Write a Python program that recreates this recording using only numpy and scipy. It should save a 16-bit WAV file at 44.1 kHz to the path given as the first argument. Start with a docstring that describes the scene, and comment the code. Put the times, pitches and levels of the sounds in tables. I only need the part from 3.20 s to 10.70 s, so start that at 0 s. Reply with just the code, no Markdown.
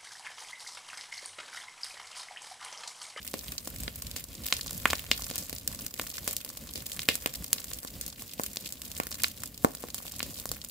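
"""Brush fire on a hillside

A heap of dry grass and brush burns in the open, a few metres ahead of a phone's stereo microphone.
Stalks burst in sharp pops that scatter in the litter and echo off the slope; twigs snap more softly.
Under them lie a fine crackle of grass, a hiss of steam and the low rumble of the flames.
A thin whistle sounds three times at the start."""
import sys
import numpy as np
from scipy import signal
from scipy.fft import rfft, irfft
from scipy.io import wavfile
from scipy.ndimage import uniform_filter1d

SR = 44100
rng = np.random.default_rng(int(sys.argv[2]) if len(sys.argv) > 2 else 0)


def log_audio(samples):
    """Write samples as a 16-bit WAV file to the path given in sys.argv[1]."""
    # one column per channel
    frames = np.atleast_2d(samples).T
    # limit to full scale, then quantise
    limited = np.clip(frames, -1, 1)
    pcm = np.round(limited * 32767).astype(np.int16)
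    wavfile.write(sys.argv[1], SR, pcm)


N = 330750
T = np.arange(N) / SR

# swell of the flames: (time [s], level [dB])
FLAME_LEVEL = [(0.0, -48.5), (0.9, -44.5), (1.2, -50.5), (1.65, -44), (3.15, -52.5), (3.9, -48.5),
               (4.05, -50), (4.2, -45.5), (4.35, -60), (4.5, -49.4), (5.55, -53), (5.7, -48), (6.45, -51.5),
               (6.75, -53), (7.05, -49), (7.5, -50.8)]
# deep billowing of hot gas: (frequency [Hz], relative level [dB])
RUMBLE_SPECTRUM = [(20, -32), (35, -12), (52, 1), (65, 2), (85, -1.5), (160, -8.5), (400, -35.5)]
# flutter of the tongues of flame: (frequency [Hz], relative level [dB])
ROAR_SPECTRUM = [(70, -22.5), (150, 0.5), (250, -1.5), (560, -12), (1300, -25), (3000, -18)]
# liveliness of the blaze, which drives hiss, crackle and twigs: (time [s], level [dB])
BLAZE_ACTIVITY = [(0.0, -51), (0.1, -44.5), (1.0, -48.5), (1.15, -54.5), (1.3, -38), (1.45, -48.5),
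                  (1.65, -40), (2.4, -47.6), (3.1, -41), (3.25, -49.0), (3.95, -43.5), (4.25, -48.5),
                  (4.35, -43), (4.95, -49), (6.05, -44.5), (6.4, -52.5), (6.45, -46), (7.5, -49)]
# steam and the finest crackle: (frequency [Hz], relative level [dB])
HISS_SPECTRUM = [(400, 1.5), (1100, -3.5), (2200, -2), (4400, -5), (15500, 4.5)]
# the loudest bursting stalks: (time [s], ring pitch [Hz], ring Q [-], ring level [dB],
# thump level [dB], snap level [dB], lag of the left channel [ms], echo level [dB])
STALK_POPS = [(0.1402, 2130, 0.21, -4, 8, -7, 0, -9.0), (0.4744, 720, 0.35, -5.5, -1, -7.0, -0.026, -9),
              (0.6797, 2230, 0.27, 0, 3.5, -28, -0.53, -17), (0.9635, 4010, 0.17, -6, -6, -12, 0, -5),
              (1.2654, 3840, 0.3, -11, -17, -1.5, -0.023, -23),
              (1.3255, 3170, 0.35, 12.5, 1.5, -10, 0, -13.5), (1.5084, 825, 0.54, -16, -14, -5, 0, -21),
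              (1.6562, 1520, 0.76, 21, 12, -3.5, 0, -14.0), (1.7029, 2800, 0.41, 1.0, 1, -5.5, 0, -7),
              (1.7072, 4400, 0.74, 4, -6, -10, 0, -18), (1.7325, 1240, 0.34, 12.0, 4, -2.0, 0.025, -16),
              (1.915, 3050, 0.61, 16, 10.5, -4, 0, -14), (2.1121, 4300, 0.46, -6, 1, -23, -0.027, -10),
              (2.1577, 870, 0.74, -10, -21, -1, 0, -24), (2.1802, 1530, 0.95, -11, -8.5, -1.5, 0.12, -4),
              (2.3287, 3100, 0.28, -8, 1.5, -8, 0.45, -26), (2.4765, 1860, 1.82, -5, -4, 5.5, 0.14, -17),
              (2.6647, 1770, 0.88, -14, -16, -2, 0.046, -24), (2.7967, 1530, 0.27, 4.5, 1.5, -7, 0, -17),
              (3.0773, 1580, 0.18, -0.5, 3, 3, 0, -6), (3.1663, 3120, 1.1, -13, -8, 2.5, 0, -16),
              (3.5573, 4620, 0.61, -4, -2, -16, -0.47, -5.5), (3.7931, 3030, 0.75, 3, -5.5, -8.5, 0, -17),
              (3.8879, 2580, 0.88, 18.5, 15.5, 6.5, 0, -11), (3.9545, 1810, 0.77, -7, -7, 2.5, 0, -19),
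              (4.0604, 1550, 0.27, 9, 10, 2, -0.35, -16.0), (4.3301, 4520, 0.35, 4.5, -4, 11.5, 0, -21),
              (4.6487, 900, 1.3, -0.5, 0, -11, -0.55, -14), (4.8119, 1730, 1.9, -6, -10, -2.5, -0.35, -7),
              (5.1968, 1000, 1, 8.5, 11, -7.5, -0.35, -14.5),
              (5.2353, 1860, 1.28, -14, -13, -0.5, -0.27, -11),
              (5.3704, 4500, 0.97, 2.5, -0.5, -11, 0, -19), (5.8004, 1210, 0.65, 10.5, 10, -3, -0.34, -12),
              (5.869, 1730, 2, -3, -7, -5.5, 0.078, -17), (6.0354, 1560, 0.33, -3, -9, 8, -0.0079, -10.5),
              (6.043, 2320, 0.41, 12, -4, -22, -0.49, -19.5), (6.4468, 930, 1.6, 25, 25.5, 2, -0.52, -15.5),
              (6.639, 645, 0.6, -2.5, 5, -15, 0.034, -9.5), (6.7448, 1010, 0.57, -9, -27, -1.5, 0, -6),
              (7.0042, 2060, 0.62, 3, -7, -26, 0, -17), (7.029, 4370, 0.5, -1, 0.5, -4, -0.14, -10),
              (7.2563, 754, 0.3, -2.5, -4, -4.5, 0, -15), (7.3159, 805, 0.26, -2, -6, 1.0, -0.25, -11.0)]
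# what the brush on the slope sends back: (frequency [Hz], gain [dB])
SLOPE_ECHO = [(150, -1.5), (450, 5.5), (1100, -3.5), (2500, 3.5), (5000, 4), (15000, 0)]
# thin whistles: (start time [s], top pitch [Hz], level [dB])
WHISTLE_NOTES = [(.23, 8750, -53), (.39, 9000, -55), (.57, 8350, -53)]
# response of the phone's microphone: (frequency [Hz], gain [dB])
MIC_RESPONSE = [(150, 0), (250, 4.5), (380, -3), (560, 5), (830, -2), (1100, 2), (1350, -1), (4800, 1),
                (6100, -2), (7400, 1.5), (9000, -2.5), (15000, 0.5)]


def undb(db):
    """Decibels to gain."""
    return 10 ** (np.asarray(db) / 20)


def unit(x):
    """Scale to rms 1."""
    return x / np.sqrt(np.mean(x ** 2))


def curve(table):
    """A (time, level) table, sample by sample."""
    return np.interp(T, *np.transpose(table))


def contour(points, f):
    """Gain at each frequency from (Hz, dB) points."""
    hz, db = np.transpose(points)
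    return undb(np.interp(np.log(f), np.log(hz), db))


def causal(gain):
    """The most abrupt pulse that has these gains, as a spectrum."""
    cepstrum = irfft(np.log(gain + 1e-5))
    half = cepstrum.shape[-1] // 2
    cepstrum[..., 1:half] *= 2
    cepstrum[..., half + 1:] = 0
    return np.exp(rfft(cepstrum))


def colour(x, points, size=8192):
    """Filter by a spectrum of (Hz, dB) points."""
    f = np.fft.rfftfreq(size, 1 / SR) + 1
    response = irfft(causal(contour(points, f)))
    return signal.fftconvolve(x, response[None], axes=-1)[:, :N]


def resonance(f, hz, q):
    """Gain of a band-pass applied twice."""
    return 1 / (1 + q ** 2 * (f / hz - hz / f) ** 2)


def walk(rate):
    """Random levels held 1 / rate s and smoothed twice; rms 1."""
    hold = int(SR / rate)
    steps = np.repeat(rng.standard_normal(N // hold + 1), hold)
    return unit(uniform_filter1d(uniform_filter1d(steps, hold), hold)[:N])


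def stereo_noise(side_db):
    """Noise common to both channels plus a part that differs."""
    mid, side = rng.standard_normal((2, N))
    return mid + undb(side_db) * np.array([side, -side])


def decaying_noise(envelope, count):
    """A burst of noise of about unit energy for each event."""
    return rng.standard_normal((count, len(envelope))) * envelope / np.linalg.norm(envelope)


def flames(level_db, roar_db=-53.5, flutter_db=3.0):
    """Hot gas billows in a deep rumble, and the tongues of flame flutter above it."""
    swell_db = level_db - level_db.mean()
    rumble = unit(colour(stereo_noise(side_db=-13), RUMBLE_SPECTRUM)) * undb(level_db - 2.5)
    roar = unit(colour(stereo_noise(side_db=-19.5), ROAR_SPECTRUM)) * undb(roar_db + 0.11 * swell_db)
    return (rumble + roar) * undb(flutter_db * walk(rate=25))


def hiss(level_db, grain_db=5.5, flicker_db=1.5):
    """Steam and the finest crackle merge into a wide, grainy, flickering hiss."""
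    grains = undb(grain_db * np.clip(walk(rate=900), -2, 2))
    steam = unit(colour(stereo_noise(side_db=-0.18) * grains, HISS_SPECTRUM))
    return steam * undb(level_db + flicker_db * walk(rate=49))


def bursts(rows, scatter_s, scatter_hz, size, snap_hz=9500, snap_q=0.48, echo_s=0.028):
    """Each break is one pressure pulse; the litter smears its treble and the slope returns a tail."""
    onset_s, hz, q, ring_db, thump_db, snap_db, lag_ms, echo_db = np.transpose(rows)[:, :, None]
    f, t = np.fft.rfftfreq(size, 1 / SR) + 1, np.arange(size) / SR
    # a stalk takes time to split, so its ring ends steeply above its own pitch
    ring = undb(ring_db) * resonance(f, hz, q) / np.sqrt(1 + (f / (2.3 * hz)) ** 8)
    thump = undb(thump_db) * resonance(f, hz=290, q=0.5)
    snap = undb(snap_db) * resonance(f, snap_hz, snap_q)
    pulse = causal(np.sqrt(ring ** 2 + thump ** 2 + snap ** 2))
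    scattered = 0.62 * f ** 2 / (f ** 2 + scatter_hz ** 2)  # short waves scatter most
    echo_gain = undb(echo_db) * contour(SLOPE_ECHO, f)
    samples = (np.abs(onset_s * SR).astype(int) + np.arange(size)).ravel()
    channels = []
    for sign in (1, -1):  # left, right
        litter = rfft(decaying_noise(t ** 0.39 * np.exp(-t / scatter_s), len(rows)))
        slope = rfft(decaying_noise(np.exp(-t / echo_s) * (1 - np.exp(-t / 0.00077)), len(rows)))
        paths = np.sqrt(1 - scattered) + np.sqrt(scattered) * litter + echo_gain * slope
        delay = np.exp(-2j * np.pi * f * np.maximum(sign * lag_ms, 0) / 1000)
        channels.append(np.bincount(samples, irfft(pulse * delay * paths).ravel(), N)[:N])
    return np.array(channels)


def crackle(activity_db, count=1100, spread_db=7.0, ceiling_db=20, flurry_db=2.2):
    """Grass blades snap in flurries, mostly faint, thicker and louder as the blaze picks up."""
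    moment, strength = rng.random((count, 2)).T
    pitch, ring, side, centred, snap_pitch = rng.standard_normal((count, 5)).T
    surge_db = activity_db - activity_db.mean()
    due = np.cumsum(undb(0.8 * surge_db + flurry_db * walk(rate=30)))
    onset_s = np.interp(moment, due / due[-1], T)
    db = ceiling_db * np.tanh(-spread_db * np.log(1 - strength) / ceiling_db)
    db += 0.5 * np.interp(onset_s, T, surge_db)
    ring_db, thump_db, snap_db = db - 26 + 3.5 * ring, db - 33, db - 25
    ring_hz, snap_hz = 3600 * np.exp(0.88 * pitch), 10000 * np.exp(0.5 * snap_pitch[:, None])
    lag_ms = np.where(centred > 0.2, 0, 0.275 * side)  # the heap is ahead, stray embers lie all round
    q, echo_db = np.full(count, 1.1), np.full(count, -20.0)
    rows = np.c_[onset_s, ring_hz, q, ring_db, thump_db, snap_db, lag_ms, echo_db]
    return bursts(rows, scatter_s=0.0025, scatter_hz=1950, size=1024, snap_hz=snap_hz, snap_q=0.81)


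def twigs(activity_db, count=60, spread_db=3, ring_q=0.85, echo_db=-17):
    """Thin twigs snap all over the heap, at uneven moments and more often as the blaze picks up."""
    jitter = rng.random(count)
    variation = np.clip(rng.standard_normal((count, 5)), -1.7, 1.7)
    due = np.cumsum(undb(0.3 * activity_db))
    onset_s = np.interp((np.arange(count) + jitter) / count, due / due[-1], T)
    ring_hz = 2400 * np.exp(0.57 * variation[:, 0])
    levels_db = np.array([-13, -14, -9]) + spread_db * variation[:, 1:4]  # ring, thump, snap
    lag_ms = 0.272 * variation[:, 4]
    rows = np.c_[onset_s, ring_hz, np.full(count, ring_q), levels_db, lag_ms, np.full(count, echo_db)]
    return bursts(rows, scatter_s=0.0019, scatter_hz=4860, size=4096)


def stalks():
    """Thick stalks burst one by one, each with its own pitch, strength and place in the heap."""
    return bursts(STALK_POPS, scatter_s=0.0015, scatter_hz=4930, size=8192)


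def ground_bounce(direct, delay_s=0.002802, bounce_db=-10, band_hz=(800, 3000)):
    """The midrange of each pop bounces off the soil and reaches the microphone a little later."""
    midrange = signal.sosfilt(signal.butter(1, band_hz, "band", fs=SR, output="sos"), direct)
    bounce = np.array([np.interp(T - delay_s, T, channel, left=0) for channel in midrange])
    return direct + undb(bounce_db) * bounce


def whistles(arch=0.083, waver=0.0051, length_s=0.13):
    """Faint high notes, dead centre, that rise and sag again."""
    notes, wobble = np.zeros(N), 1 + waver * walk(rate=150)
    for start_s, top_hz, db in WHISTLE_NOTES:
        progress = np.clip((T - start_s) / length_s, 0, 1)
        hz = top_hz * wobble * (1 - arch * (progress / 0.57 - 1) ** 2)
        envelope = np.sqrt(np.abs(np.sin(np.pi * progress)))
        notes += undb(db) * envelope * np.sin(2 * np.pi * np.cumsum(hz) / SR)
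    return notes


def scene():
    """The heap from a few metres off: pops, snaps and crackle over hiss, flames and whistles."""
    activity_db = curve(BLAZE_ACTIVITY)
    burning = ground_bounce(stalks() + twigs(activity_db) + crackle(activity_db))
    return burning + hiss(activity_db - 2.5) + flames(curve(FLAME_LEVEL)) + whistles()


def record(dry):
    """The phone's microphone colours the sound, leans right, rounds loud pops and cuts the top."""
    ceiling, top_hz, balance_db = 1.2, 15500, [[-0.3], [0.3]]
    heard = colour(dry, MIC_RESPONSE) * undb(balance_db)
    rounded = ceiling * np.tanh(heard / ceiling)
    return signal.sosfilt(signal.ellip(8, 0.2, 70, top_hz, fs=SR, output="sos"), rounded)


dry = scene()
out = record(dry)
log_audio(out)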